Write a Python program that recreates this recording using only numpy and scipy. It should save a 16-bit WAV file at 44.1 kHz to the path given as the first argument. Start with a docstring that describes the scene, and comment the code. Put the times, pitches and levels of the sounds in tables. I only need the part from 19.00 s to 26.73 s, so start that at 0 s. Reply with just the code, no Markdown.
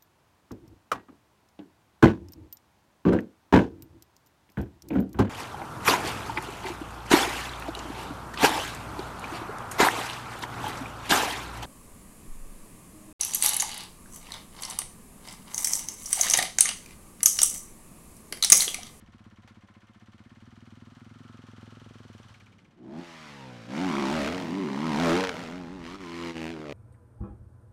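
"""An idling motocross bike thumps and clatters close to the microphone, clunks into gear and rolls away.
It then bursts up a ramp and coasts over a jump, passes hard twice, near enough to overload the
microphone, and drives out of a bend with a hard crack on every exhaust stroke.
A clock of four-stroke cycles times clicks and noise; resonances and filters turn them into exhaust,
silencer and engine cases. Dirt and banks echo the bike, and wind buffets the microphone."""
import sys
import numpy as np
from scipy import signal
from scipy.fft import rfft, irfft, next_fast_len
from scipy.io import wavfile
from scipy.ndimage import uniform_filter1d, map_coordinates

SR = 44100
rng = np.random.default_rng(int(sys.argv[2]) if len(sys.argv) > 2 else 0)


def output_pcm(signal):
    """Save a mono or channel-first signal as 16-bit PCM at the path in sys.argv[1].

    Samples are clipped to [-1, 1] before scaling.
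    """
    pcm = np.clip(np.atleast_2d(signal).T, -1, 1) * 32767
    wavfile.write(sys.argv[1], SR, np.round(pcm).astype(np.int16))


N = 340893
T = np.arange(N) / SR

# colour of the open air: pitch_hz [Hz], density_db [dB per Hz, relative]
AIR_COLOUR = [(25, -16), (90, -1), (400, -17), (2000, -20), (14000, -65)]
# wind on the microphone: time_s [s], level_db [dB]
WIND_LEVEL = [(0, -62), (4.8, -85), (5.2, -61), (5.6, -82), (6.2, -57), (6.8, -55), (7.3, -66)]
# the bike droning beyond the ramp, one row: middle_s [s], level_db [dB], half_length_s [s]
FAR_DRONE = (3.63, -60.5, 0.44)
# hard cracks of single firings and bangs from the exhaust: start_s [s],
# level_db [dB before gain and filter]
CRACKS_AND_BANGS = [(5.262, -26), (5.276, -18), (5.3247, -24), (5.3462, -27), (5.379, -24), (5.3996, -30),
                    (5.4227, -30), (6.207, -16.5), (6.2384, -15), (6.2491, -21), (6.2713, -22),
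                    (6.2924, -18.5)]
# ragged firing after each pass: middle_s [s], level_db [dB], half_length_s [s]
OVERRUNS = [(5.419, -40, 0.22), (6.386, -42.5, .2)]
# colour of that ragged firing: pitch_hz [Hz], density_db [dB per Hz, relative]
STUTTER_COLOUR = [(50, -20), (100, 3), (180, 10), (400, -1), (720, 2), (1150, -14), (2200, -36)]

# idle speed: time_s [s], rate [firings per second]
IDLE_RATE = [(0, 16.06), (.21, 17.02), (.78, 15.05), (1.16, 16.77), (1.54, 20.16), (1.88, 20.37),
             (2.22, 21.71), (2.55, 20.78), (2.85, 21.85), (3.2, 19.73), (3.37, 16.7), (3.75, 15.63)]
# whirr of gears and chain: pitch_hz [Hz], density_db [dB per Hz, relative]
GEAR_WHIRR_COLOUR = [(350, -20.5), (600, -4.5), (1300, 1), (2200, -7), (3100, -4.5), (4500, -9.5),
                     (9000, -19.5), (15000, -38)]
# ringing of the engine cases: pitch_hz [Hz], width_hz [Hz], level_db [dB, relative]
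CASE_MODES = [(559, 33, -2.5), (741, 66, -1), (1059, 95, 1.5), (1365, 300, -1), (1775, 47, 2),
              (2102, 31, 4), (2250, 35, 0)]
# ringing of the valve gear: pitch_hz [Hz], width_hz [Hz], level_db [dB, relative]
VALVE_MODES = [(2990, 310, 1.5), (5870, 230, -4.5), (8860, 67, -25)]
# first gear engaging: start_s [s], level_db [dB before the filter]
GEAR_CLUNK = [(.476, -42.5)]

# underlying engine speed on the ride: time_s [s], rate [firings per second]
ROAD_RATE = [(3.866, 60.7), (4.01, 88.5), (4.645, 55), (4.737, 66.4), (5.714, 67.1), (6.389, 74.6),
             (6.8, 82.4), (7.09, 84.55), (7.36, 79.18), (7.48, 79.3), (7.575, 77), (7.65, 77.6),
             (7.69, 71.3), (7.73, 72.5)]
# brief rises and one sag of the revs: middle_s [s], change [firings per second], half_length_s [s]
REV_CHANGES = [(4.85, 28.6, .126), (4.999, 6.2, .038), (5.161, 14, .084), (5.382, 26.2, .17),
               (5.584, 32.8, .125), (5.864, 13.1, .101), (6.027, 14.6, .083), (6.221, 21.8, .22),
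               (6.35, -6, .05), (6.424, 14.9, .057), (6.575, 13.2, .124), (6.748, 15.3, .078),
               (6.978, 15.95, .106), (7.287, 3.6, .251), (7.52, 6, .055)]
# throttle opening: time_s [s], throttle [0-1]
THROTTLE = [(4, 0.12), (4.08, 0.04), (4.66, 0.05), (4.78, 0.19), (6.6, 0.23)]
# uneven combustion: time_s [s], roughness [0-1, clipped there]
ROUGHNESS = [(3.85, 1.01), (4.05, 0.3), (4.85, 0.42), (5.2, 0.53), (5.45, 1.05), (5.75, 0.56), (6.15, 0.29),
             (6.35, 0.65), (6.55, 0.48), (7.3, 0.22)]
# exhaust colour with little throttle: pitch_hz [Hz], density_db [dB per Hz, relative]
COASTING_COLOUR = [(45, -30), (70, -15), (92, -16.5), (120, 2), (230, -9), (330, -19), (520, 4), (700, -2),
                   (1250, -10), (1800, -31)]
# exhaust colour driven past the microphone: pitch_hz [Hz], density_db [dB per Hz, relative]
PASSING_COLOUR = [(50, -45.5), (80, -13), (110, -7.5), (150, 8.5), (215, 15), (280, 9.5), (350, 3.5),
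                  (480, 0.5), (700, -12), (1080, -12), (1800, -30)]
# exhaust colour driven out of the bend: pitch_hz [Hz], density_db [dB per Hz, relative]
CORNERING_COLOUR = [(45, -22.5), (82, -4), (170, 6), (250, 4.5), (340, 11.5), (420, 4), (520, -2.5),
                    (720, -14), (1050, -22), (1300, -21), (1800, -14)]
# colour of the rasping gas: pitch_hz [Hz], density_db [dB per Hz, relative]
RASP_COLOUR = [(710, -18.5), (1200, -2.5), (1460, -3.5), (2280, -4.5), (5790, -15.5), (10900, -31),
               (15500, -44)]
# a burst up the ramp, then coasting in the air: time_s [s], boom_db, bark_db, rasp_db [dB]
JUMP_LEVELS = [(3.77, -55, -67, -99), (3.84, -48, -61.5, -74), (3.94, -41.5, -48.5, -60.5),
               (3.99, -37, -49, -54.5), (4.06, -54.5, -53, -51), (4.28, -51, -54.5, -49),
               (4.5, -45.5, -51, -54), (4.67, -49, -56.5, -53.5)]
# hard passes: start_s, nearest_s, approach_s, retreat_s [s], behind_db [dB added to the boom once past],
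# boom_db, bark_db, rasp_db, shock_db [dB at the nearest point; shock before its filter]
PASSES = [(4.648, 5.206, 0.3, 0.096, -6, -28.5, -31, -35, -28),
          (5.374, 6.129, 0.082, 0.043, -13, -23, -21.5, -28, -18.5)]
# fading with distance, one value each for boom, bark, rasp and shock [power of distance]
FALLOFF = [0.65, 1.335, 1.25, 1.3]
# driving out of the bend: time_s [s], boom_db, bark_db, rasp_db [dB before the dips]
BEND_LEVELS = [(6.35, -48, -49, -43), (6.55, -40.5, -46.5, -53), (6.78, -43, -51, -56.5),
               (6.9, -44, -50, -47), (7.05, -42.5, -51.5, -49), (7.27, -37, -41, -43),
               (7.45, -39, -44.5, -49), (7.6, -40.5, -46, -54), (7.72, -46, -38.5, -53.5)]
# brief dips in level in the bend: middle_s [s], level_db [dB]
DIPS = [(6.984, -7), (7.336, -8.5)]
# hard pulls steepening each pulse to a shock: middle_s [s], level_db [dB before dips and filter],
# half_length_s [s]
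PULLS = [(5.236, -13, .06), (6.857, -25.5, 0.037), (7.24, -25.5, 0.22), (7.36, -22, 0.044),
         (7.455, -17, 0.12), (7.715, -20.5, 0.087)]
# the tailpipe howling as it swings toward the microphone: middle_s [s], pitch_hz [Hz], level_db [dB],
# half_length_s [s]
HOWLS = [(3.905, 328, -48.5, 0.31), (5.028, 339, -32, 0.19), (5.2, 576, -36, 0.12), (5.23, 94, -45, 0.21),
         (5.326, 458, -38.5, 0.15), (5.657, 364, -35.5, 0.15), (6.104, 591.6, -21.5, 0.066),
         (6.116, 344.7, -17.5, 0.077), (6.174, 452, -28.5, 0.2)]
# single exhaust harmonics singing out in the air, on a pass and in the bend: middle_s [s],
# multiple [of the firing rate], level_db [dB of sine peak, before wobble and dips], half_length_s [s]
WHINES = [(4.43, 14, -53, .09), (4.82, 8, -41, 0.077), (6.92, 13, -53, 0.09), (7.167, 12, -49, .21),
          (7.25, 13, -55, 0.23)]
# band the dirt echo reinforces, lower as the bike comes near: time_s [s], pitch_hz [Hz]
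BARK_BAND = [(3.9, 790), (4.25, 1140), (4.5, 795), (4.84, 740), (4.92, 1160), (5.03, 1130), (5.12, 773),
             (5.24, 600), (5.5, 944), (5.86, 1060), (5.97, 790), (6.08, 586), (6.2, 836), (6.45, 647),
             (6.98, 1096), (7.45, 915), (7.7, 623)]
# flat-topped peak level: time_s [s], ceiling [amplitude]; sinks as one pass is faded into the next
CEILING = [(4.9, .088), (5.1, .072), (5.25, .056), (5.4, .043), (5.5, .091)]

OVERRUN_RATE, OVERRUN_SAG_PER_S = 57, 44  # firings per second at the middle, and how fast they fall

TICKOVER = 16  # reference idle, firings per second
THUMP_DB, THUMP_DB_PER_FIRING = -54.5, 0.96  # at tickover; rise with each firing per second
TRIP_S, TRIP_SHRINK = 0.00914, 0.36  # pipe round trip at tickover; hotter gas shortens it by this power
LEAVE_S, THUMP_FADE_DB_PER_S, CLATTER_FADE_DB_PER_S = 3.32, 7, 18  # rolling out of earshot
TURN_S, TURN_LENGTH_S, TURN_DB = 3.2, 0.065, -1.5  # the pipe turns away from the microphone
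TICK_DB, TICK_FADE_DB_PER_S = -31.5, 33  # valve ticks as it leaves, before their filter
KNOCK_DB, VALVE_DB, GEARS_DB = -65.5, -79, -68.5  # parts of the clatter before the bike rolls past
NEAR_DB = 10  # rise of the gears as the bike rolls past
WHIRR_HZ, WHIRR_WIDTH_HZ, WHIRR_DB = 1327, 240, -65  # the dragging clutch

FULL_LOAD = 0.24  # throttle at which the engine pulls hard
PASS_RISE_S = 0.13  # a pass comes into earshot this fast
BEHIND_S = 0.15  # the intake boom faces forward and drops this fast once the bike is past
DIP_S = 0.036  # half length of a dip
HOWL_WIDTH_HZ = 51
HONK_HZ, HONK_WIDTH_HZ, HONK_PER_FIRING = 270.3, 70, 0.024  # airbox; gain per firing/s of rev change
SPREAD_S_PER_HZ = 2.6e-5  # the pipe smears each boom: its upper tones come later
BARK_WIDTH_HZ, BARK_FOCUS = 310, 0.94  # moving band; its strength over the rest of the bark
BOUNCE_GAIN = 0.22  # echo off the dirt
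BLAST_DB, BLAST_HZ, BLAST_WIDTH_HZ = -5, 950, 1080  # relative to the bark gain, at full load
TOP_HZ = 15700  # band limit of the microphone


def amp(db):
    """Decibels to gain."""
    return 10 ** (np.asarray(db) / 20)


def unit(x):
    """Scaled to rms 1."""
    return x / np.sqrt(np.mean(x ** 2) + 1e-20)


def steady(x, size=1800):
    """Held near rms 1 by a sliding power average, size samples long and applied twice."""
    power = np.abs(uniform_filter1d(uniform_filter1d(x * x, size), size))
    return x / np.sqrt(power + 1e-4 * power.mean())


def curves(rows):
    """One value per sample for each column after the time."""
    s, *cols = np.transpose(rows)
    return [np.interp(T, s, c) for c in cols]


def ramp(start, end):
    """Rises from 0 to 1 between two times."""
    return np.clip((T - start) / max(end - start, 1e-3), 0, 1)


def swell(at, half):
    """A smooth rise to 1 and fall around one time."""
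    return np.cos(np.pi / 2 * np.clip((T - at) / half, -1, 1)) ** 2


def filtered(x, response):
    """x times a complex response of frequency."""
    m = 2 * next_fast_len(N // 2 + SR // 4)
    return irfft(rfft(x, m) * response(np.fft.rfftfreq(m, 1 / SR)), m)[:N]


def coloured(x, points):
    """x through the causal (minimum-phase) filter with these (Hz, dB) points."""
    f, db = np.transpose(points)

    def response(hz):
        level_db = np.interp(np.log(hz + 1), np.log(f), db)
        cepstrum = irfft(np.log(amp(np.maximum(level_db, -100))))
        # folding the cepstrum onto positive time makes the filter causal
        cepstrum[1:len(cepstrum) // 2] *= 2
        cepstrum[len(cepstrum) // 2 + 1:] = 0
        return np.exp(rfft(cepstrum))
    return filtered(x, response)


def resonance(f, hz, width):
    """Response of one damped mode."""
    return 1j * f * width / (hz * hz - f * f + 1j * f * width)


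def lowpass(f, hz, order=8):
    """Gain of a steep low-pass."""
    return 1 / (1 + (f / hz) ** order)


def narrowed(x, hz, width):
    """x through two equal damped modes in a row."""
    return filtered(x, lambda f: resonance(f, hz, width) ** 2)


def rung(x, modes):
    """x through a body with these (Hz, width Hz, dB) modes, at rms 1."""
    def body(f):
        return sum(amp(db) * resonance(f, hz, width) for hz, width, db in modes)
    return unit(filtered(x, body))


def noise():
    """White noise."""
    return rng.standard_normal(N)


def dying_noise(length, t60):
    """Noise of length samples, falling 60 dB in t60 seconds."""
    return rng.standard_normal(length) * amp(-60 * T[:length] / t60)


def wobble(rate):
    """A smooth random curve, rate knots a second."""
    return map_coordinates(rng.standard_normal(int(N * rate / SR) + 4), [T * rate])


def strokes(cycle, at):
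    """Times at which the engine passes one point of its cycle."""
    return np.interp(np.arange(int(cycle[-1] - at) + 1) + at, cycle, T)


def impulses(times, sizes):
    """A click at each time, shared between the two nearest samples."""
    at = np.clip(times * SR, 0, N)
    i = at.astype(int)
    early = np.bincount(i, sizes * (1 - at + i), N + 2)
    late = np.bincount(i + 1, sizes * (at - i), N + 2)
    return (early + late)[:N]


def scatter(times, spread_db):
    """A random gain for each stroke."""
    return amp(spread_db * rng.standard_normal(len(times)))


def bursts(rows, t60):
    """Noise that starts at each (s, dB) and dies away."""
    return noise() * sum(amp(db - 60 * np.maximum(T - s, 0) / t60) * (T >= s) for s, db in rows)


def window(cycle, at, width):
    """A smooth bump once a cycle."""
    return np.exp(-(np.sin(np.pi * (cycle - at)) / (np.pi * width)) ** 2)


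def after(cycle, at, rise, fall):
    """A quick rise and slower fall once a cycle; lengths in cycles."""
    age = (cycle - at) % 1
    return (1 - np.exp(-age / rise)) * np.exp(-age / fall)


def delayed(x, lag):
    """x heard later by a changing lag in seconds."""
    return map_coordinates(x, [(T - lag) * SR], order=1)


def outdoors():
    """Faint open air, and wind lumps on the microphone as low noise of wandering strength."""
    air = amp(-67) * unit(coloured(noise(), AIR_COLOUR))
    rumble = filtered(noise(), lambda f: resonance(f, 64, 70) * lowpass(f, 220, order=4))
    lumps = unit(rumble * amp(6.1 * wobble(2.42)))
    return air + amp(curves(WIND_LEVEL)[0]) * lumps


def banks(x, t60=.25, wet_db=-24):
    """Earth banks and walls scatter a short, dull answer."""
    tail = dying_noise(SR // 2, t60) * (T[:SR // 2] > .012)
    answer = signal.fftconvolve(x, tail / np.linalg.norm(tail))[:N]
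    return amp(wet_db) * filtered(answer, lambda f: lowpass(f, 3800, order=2))


def far_bike():
    """Behind the ramp only a blurred, low drone gets through."""
    s, db, half = FAR_DRONE
    return amp(db) * swell(s, half) * steady(narrowed(noise(), 193, 175))


def cracks_and_bangs():
    """Hard cracks of single firings and bangs from the exhaust, as short broad bursts of noise."""
    tone = lambda f: resonance(f, 1500, 3000) * lowpass(f, 4900, order=3)
    return amp(6.0) * filtered(bursts(CRACKS_AND_BANGS, t60=0.02), tone)


def overrun():
    """The departing engine fires raggedly as its revs sink."""
    out = np.zeros(N)
    for s, db, half in OVERRUNS:
        rate = OVERRUN_RATE - OVERRUN_SAG_PER_S * np.clip(T - s, -half, half)
        times = strokes(np.cumsum(rate) / SR, at=0)
        i = (times * SR).astype(int)
        pops = impulses(times + .0004 * wobble(200)[i], amp(7.4 * wobble(150)[i]))
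        ragged = steady(coloured(unit(pops) + 0.45 * noise(), STUTTER_COLOUR))
        out += amp(db) * swell(s, half) * ragged
    return out


def idle_exhaust(cycle, rate, thump_hz=172, round_hz=320, echoes=(1, .95, .33, .1), echo_hz=340,
                 edge=0.26, hum_hz=99, hum_share=0.52):
    """Each slow firing sends a round thump up and down the pipe, duller on every trip."""
    times = strokes(cycle, at=0.425)
    sizes = scatter(times, spread_db=0.5)
    speed = np.interp(times, T, rate)
    trip = TRIP_S * (TICKOVER / speed) ** TRIP_SHRINK * scatter(times, spread_db=0.27)

    def thump(f):
        body = resonance(f, thump_hz, 196)
        return body * lowpass(f, round_hz, order=6) * (1 - lowpass(f, 48, order=5))

    pipe = np.zeros(N)
    for k, gain in enumerate(echoes):
        arrivals = impulses(times + k * trip, gain * sizes * scatter(times, spread_db=1.16))
        pipe += filtered(arrivals, lambda f: thump(f) * lowpass(f, echo_hz, order=4) ** (k * k))
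    # taking up the load gives the first blow a harder edge
    load = ramp(2.0, 3.05)
    crack = narrowed(impulses(times, sizes * np.interp(times, T, load)), 390, 345)
    # the silencer's cavity hums on between firings, more under load
    hum = (1 + 1.55 * load) * filtered(pipe, lambda f: resonance(f, hum_hz, 19))
    # its baffles swallow a band just above the hum
    baffles = lambda f: 1 - .7 * resonance(f, 131.7, 38)
    return unit(filtered(pipe + edge * crack + hum_share * hum, baffles))


def idle_clatter(cycle):
    """A valve ticks, then combustion knocks on the cases and leaves a dull chuff, over whirring gears."""
    near_db = NEAR_DB * ramp(1.0, 3.8)
    ticks, knocks = strokes(cycle, at=0.015), strokes(cycle, at=.18)
    tick = unit(impulses(ticks, scatter(ticks, spread_db=1.5)))
    tick = tick + unit(noise() * window(cycle, at=0.0089, width=0.065))
    valves = amp(VALVE_DB + 0.92 * near_db) * rung(tick, VALVE_MODES)

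    rattle = unit(noise() * after(cycle, at=0.17, rise=0.031, fall=0.096))
    knock = unit(impulses(knocks, scatter(knocks, spread_db=0.5))) + 1.5 * rattle
    breath = noise() * after(cycle, at=0.193, rise=.02, fall=0.67)
    chuff = unit(filtered(breath, lambda f: lowpass(f, 2200, order=3)))
    cases = rung(knock + 1.05 * chuff, CASE_MODES)
    cases = filtered(cases, lambda f: lowpass(f, 2900, order=3))
    cases = cases + 0.28 * unit(narrowed(rattle, 2020, 2040))

    # the cam chain rattles in much the same way on every turn
    chain = dying_noise(SR // 20, t60=0.45)
    turns = impulses(ticks, scatter(ticks, spread_db=1))
    chain_rattle = unit(signal.fftconvolve(turns, chain)[:N])
    gears = unit(coloured(noise() + 1.3 * chain_rattle, GEAR_WHIRR_COLOUR))
    return amp(KNOCK_DB) * cases + valves + amp(GEARS_DB + near_db) * gears


def turned_away(thump, cycle, turned):
    """With the pipe facing away, each thump arrives dull and smeared by the yard."""
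    smear = thump + 7 * noise() * after(cycle, at=0.49, rise=0.041, fall=1.0)
    dull = filtered(smear, lambda f: lowpass(f, 205, order=3) * (1 - lowpass(f, 52, order=4)))
    return (1 - turned) * thump + turned * unit(dull)


def idle():
    """The bike ticks over, clunks into gear, picks up and rolls off; more speed makes a louder thump."""
    rate, = curves(IDLE_RATE)
    cycle = np.cumsum(rate) / SR
    gone_s = np.maximum(T - LEAVE_S, 0)
    turned = ramp(TURN_S, TURN_S + TURN_LENGTH_S)
    thump_db = THUMP_DB + THUMP_DB_PER_FIRING * (rate - TICKOVER)
    thump_db = thump_db + TURN_DB * turned - THUMP_FADE_DB_PER_S * gone_s
    thump = turned_away(idle_exhaust(cycle, rate), cycle, turned)
    exhaust = amp(thump_db) * thump * (1 - ramp(3.54, 3.9))
    clatter = amp(-CLATTER_FADE_DB_PER_S * gone_s) * idle_clatter(cycle)

    clutch = unit(narrowed(noise(), WHIRR_HZ, WHIRR_WIDTH_HZ))
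    clutch = amp(WHIRR_DB) * swell(2.4, 1.0) * clutch
    clunk = lambda f: resonance(f, 1150, 2200) * lowpass(f, 7000, order=3)
    gear = filtered(bursts(GEAR_CLUNK, t60=0.12), clunk)
    taps = [(s, TICK_DB - TICK_FADE_DB_PER_S * (s - LEAVE_S))
            for s in strokes(cycle, at=.08) if 3.32 < s < 3.75]
    valve = lambda f: resonance(f, 2320, 260.0) * lowpass(f, 9400, order=3)
    ticks = filtered(bursts(taps, t60=0.034), valve)
    return (exhaust + clatter) * (1 - ramp(3.3, 4.1)) + clutch + gear + ticks


def dips():
    """Gain of the brief dips in the bend."""
    return amp(sum(db * swell(s, DIP_S) for s, db in DIPS))


def riding_levels():
    """Gains of boom, bark, rasp and shock: the jump, two passes that follow distance, and the bend."""
    jump = amp(curves(JUMP_LEVELS)) * (1 - ramp(4.67, 4.671))
    bend = dips() * amp(curves(BEND_LEVELS)) * ramp(6.29, 6.4)
    pulls = dips() * sum(amp(db) * swell(s, half) for s, db, half in PULLS)
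    power = np.vstack([jump + bend, pulls]) ** 2
    for start, nearest, approach, retreat, behind_db, *peak_db in PASSES:
        # distance is 1 at the nearest point
        distance = np.hypot(1, (T - nearest) / np.where(T < nearest, approach, retreat))
        gains = np.array([amp(db) / distance ** fall for db, fall in zip(peak_db, FALLOFF)])
        gains[0] *= amp(behind_db * ramp(nearest, nearest + BEHIND_S))
        heard = ramp(start, start + PASS_RISE_S) * (1 - ramp(nearest + 0.4, nearest + 0.58))
        power += (gains * heard) ** 2
    return np.sqrt(power)


def ground_bounce(x, gain=BOUNCE_GAIN):
    """The echo off the dirt lags more as the bike comes near, so notches sweep through the tone."""
    return (x + gain * delayed(x, 1 / curves(BARK_BAND)[0])) / np.hypot(1, gain)


def heard_across_track(bark, wall_lags=(.0029, .0047, .0083), wall_gain=0.27, airborne_gain=.45,
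                       drift_s=0.00062):
    """Drifting wall echoes, strongest in the air, roughen the harmonics; one moving band stands out."""
    walls = wall_gain + airborne_gain * (1 - ramp(4.6, 4.7))
    bark = bark + walls * sum(delayed(bark, lag + drift_s * wobble(3)) for lag in wall_lags)
    # shift the moving band down to 0 Hz, smooth it there and shift it back
    turn = np.exp(2j * np.pi * np.cumsum(curves(BARK_BAND)[0]) / SR)
    memory = np.exp(-np.pi * BARK_WIDTH_HZ / SR)
    band = np.real(turn * signal.lfilter([1], [1, -memory], bark / turn))
    return steady(steady(ground_bounce(bark)) + BARK_FOCUS * steady(band))


def exhaust_note(pulses, throttle):
    """Pulses through airbox and silencer, whose tone changes with throttle and heading."""
    bend = ramp(6.55, 7.22)
    passing = steady(coloured(pulses, PASSING_COLOUR))
    cornering = steady(coloured(pulses, CORNERING_COLOUR))
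    driven = (1 - bend) * passing + bend * cornering
    load = np.clip(throttle / FULL_LOAD, 0, 1)
    return load * driven + (1 - load) * steady(coloured(pulses, COASTING_COLOUR))


def intake_boom(swing, rough, throttle, rev_change, split_hz):
    """The low note, smeared by the pipe, with an airbox honk in step with each change of the revs."""
    boom = exhaust_note(swing + .6 * rough * noise(), throttle)

    def smear(f):
        phase = -np.pi * SPREAD_S_PER_HZ * (f - HONK_HZ) ** 2
        return lowpass(f, split_hz, order=14) * np.exp(1j * phase)
    honk = HONK_PER_FIRING * rev_change * steady(narrowed(swing, HONK_HZ, HONK_WIDTH_HZ))
    return steady(filtered(boom, smear)) + honk


def exhaust_bark(blows, gas, rough, throttle, split_hz, bark_hz):
    """The middle of the exhaust note: sharp blows mixed with rushing gas."""
    bark = exhaust_note(blows + .9 * rough * unit(gas * noise()), throttle)
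    middle = lambda f: (1 - lowpass(f, split_hz, order=14)) * lowpass(f, bark_hz)
    return steady(filtered(bark, middle))


def exhaust_rasp(blows, gas, throttle):
    """The jet tears into ragged crackles, and the silencer rings alike after every blow."""
    ringing = unit(signal.fftconvolve(blows, dying_noise(SR // 50, t60=0.011))[:N])
    crackle = unit(gas * noise() * amp(4.1 * throttle * wobble(900)))
    return steady(coloured(crackle + 1.2 * throttle * ringing, RASP_COLOUR))


def exhaust_blast(blows, cycle, rough, throttle):
    """The short blast of each firing under load."""
    burst = unit(noise() * after(cycle, at=0, rise=0.012, fall=0.092))
    blast = steady(narrowed(blows + 1.7 * rough * burst, BLAST_HZ, BLAST_WIDTH_HZ))
    return amp(BLAST_DB) * np.clip(throttle / FULL_LOAD, 0, 1) * blast


def exhaust_shock(times, rough, shock_gain):
    """Hard pulls steepen each pulse into a sudden front that dies within a few milliseconds."""
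    spread_db = 4 * np.interp(times, T, rough)
    fronts = impulses(times, scatter(times, spread_db)) * shock_gain
    tails = signal.lfilter([1], [1, -np.exp(-1 / (0.00065 * SR))], fronts)

    def pipe_mouth(f):
        modes = resonance(f, 1050, 4500) + 1.1 * resonance(f, 2260, 810)
        return modes * lowpass(f, 8500, order=3)
    return ground_bounce(-filtered(tails, pipe_mouth))


def tailpipe_howl(swing):
    """Narrow resonances of the pulse train swell as the tailpipe swings toward the microphone."""
    return sum(amp(db) * swell(s, half) * steady(narrowed(swing, hz, HOWL_WIDTH_HZ))
               for s, hz, db, half in HOWLS)


def exhaust_whine(cycle):
    """Single harmonics sing out as a rough, gliding whine."""
    whine = np.zeros(N)
    for s, multiple, db, half in WHINES:
        tone = np.sin(2 * np.pi * multiple * cycle + .5 * wobble(50))
        whine += amp(db + 2 * wobble(25)) * swell(s, half) * tone
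    return whine * dips()


def ride(split_hz=430, bark_hz=1600, lag=0.00548, blow_cycles=0.09):
    """Every cycle booms, then the exhaust valve opens with a shock and a jet of rasping gas."""
    rev_change = sum(change * swell(s, half) for s, change, half in REV_CHANGES)
    rate = (curves(ROAD_RATE)[0] + rev_change) * (1 + .0004 * wobble(30))
    cycle = .5 + np.cumsum(rate) / SR
    times = strokes(cycle, at=0)
    throttle = np.clip(curves(THROTTLE)[0], 0, 1)
    rough = np.clip(curves(ROUGHNESS)[0], 0, 1)
    boom_gain, bark_gain, rasp_gain, shock_gain = riding_levels()

    # the jet is strongest just after the valve opens; less throttle leaves more of an even whirr
    jet = after(cycle, at=0, rise=.02, fall=blow_cycles) * amp(3.5 * wobble(110))
    gas = .38 + 5 * throttle * jet
    jitter_s = .0003 * np.interp(times, T, rough) * rng.standard_normal(len(times))
    swing = unit(impulses(times - lag + jitter_s, scatter(times, spread_db=1.3)))
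    blow_times = times + 2e-5 * rng.standard_normal(len(times))
    blows = unit(impulses(blow_times, scatter(times, spread_db=1)))

    boom = intake_boom(swing, rough, throttle, rev_change, split_hz)
    bark = exhaust_bark(blows, gas, rough, throttle, split_hz, bark_hz)
    rasp = exhaust_rasp(blows, gas, throttle)
    blast = exhaust_blast(blows, cycle, rough, throttle)
    engine = boom_gain * boom + rasp_gain * ground_bounce(rasp)
    engine = engine + bark_gain * (0.9 * heard_across_track(bark) + ground_bounce(blast))
    shock = exhaust_shock(times, rough, shock_gain)
    return ramp(3.74, 3.83) * (engine + shock + tailpipe_howl(swing) + exhaust_whine(cycle))


def scene():
    """The bike, its echo and the open air."""
    bike = far_bike() + cracks_and_bangs() + overrun() + idle() + ride()
    return (outdoors() + banks(bike) + bike)[None]


def record(dry, hardness=6):
    """The loudest peaks are flattened at a ceiling; nothing is kept above the band limit."""
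    x = dry[0]
    clipped = x / (1 + np.abs(x / curves(CEILING)[0]) ** hardness) ** (1 / hardness)
    return filtered(clipped, lambda f: f < TOP_HZ)[None]


dry = scene()
out = record(dry)
output_pcm(out)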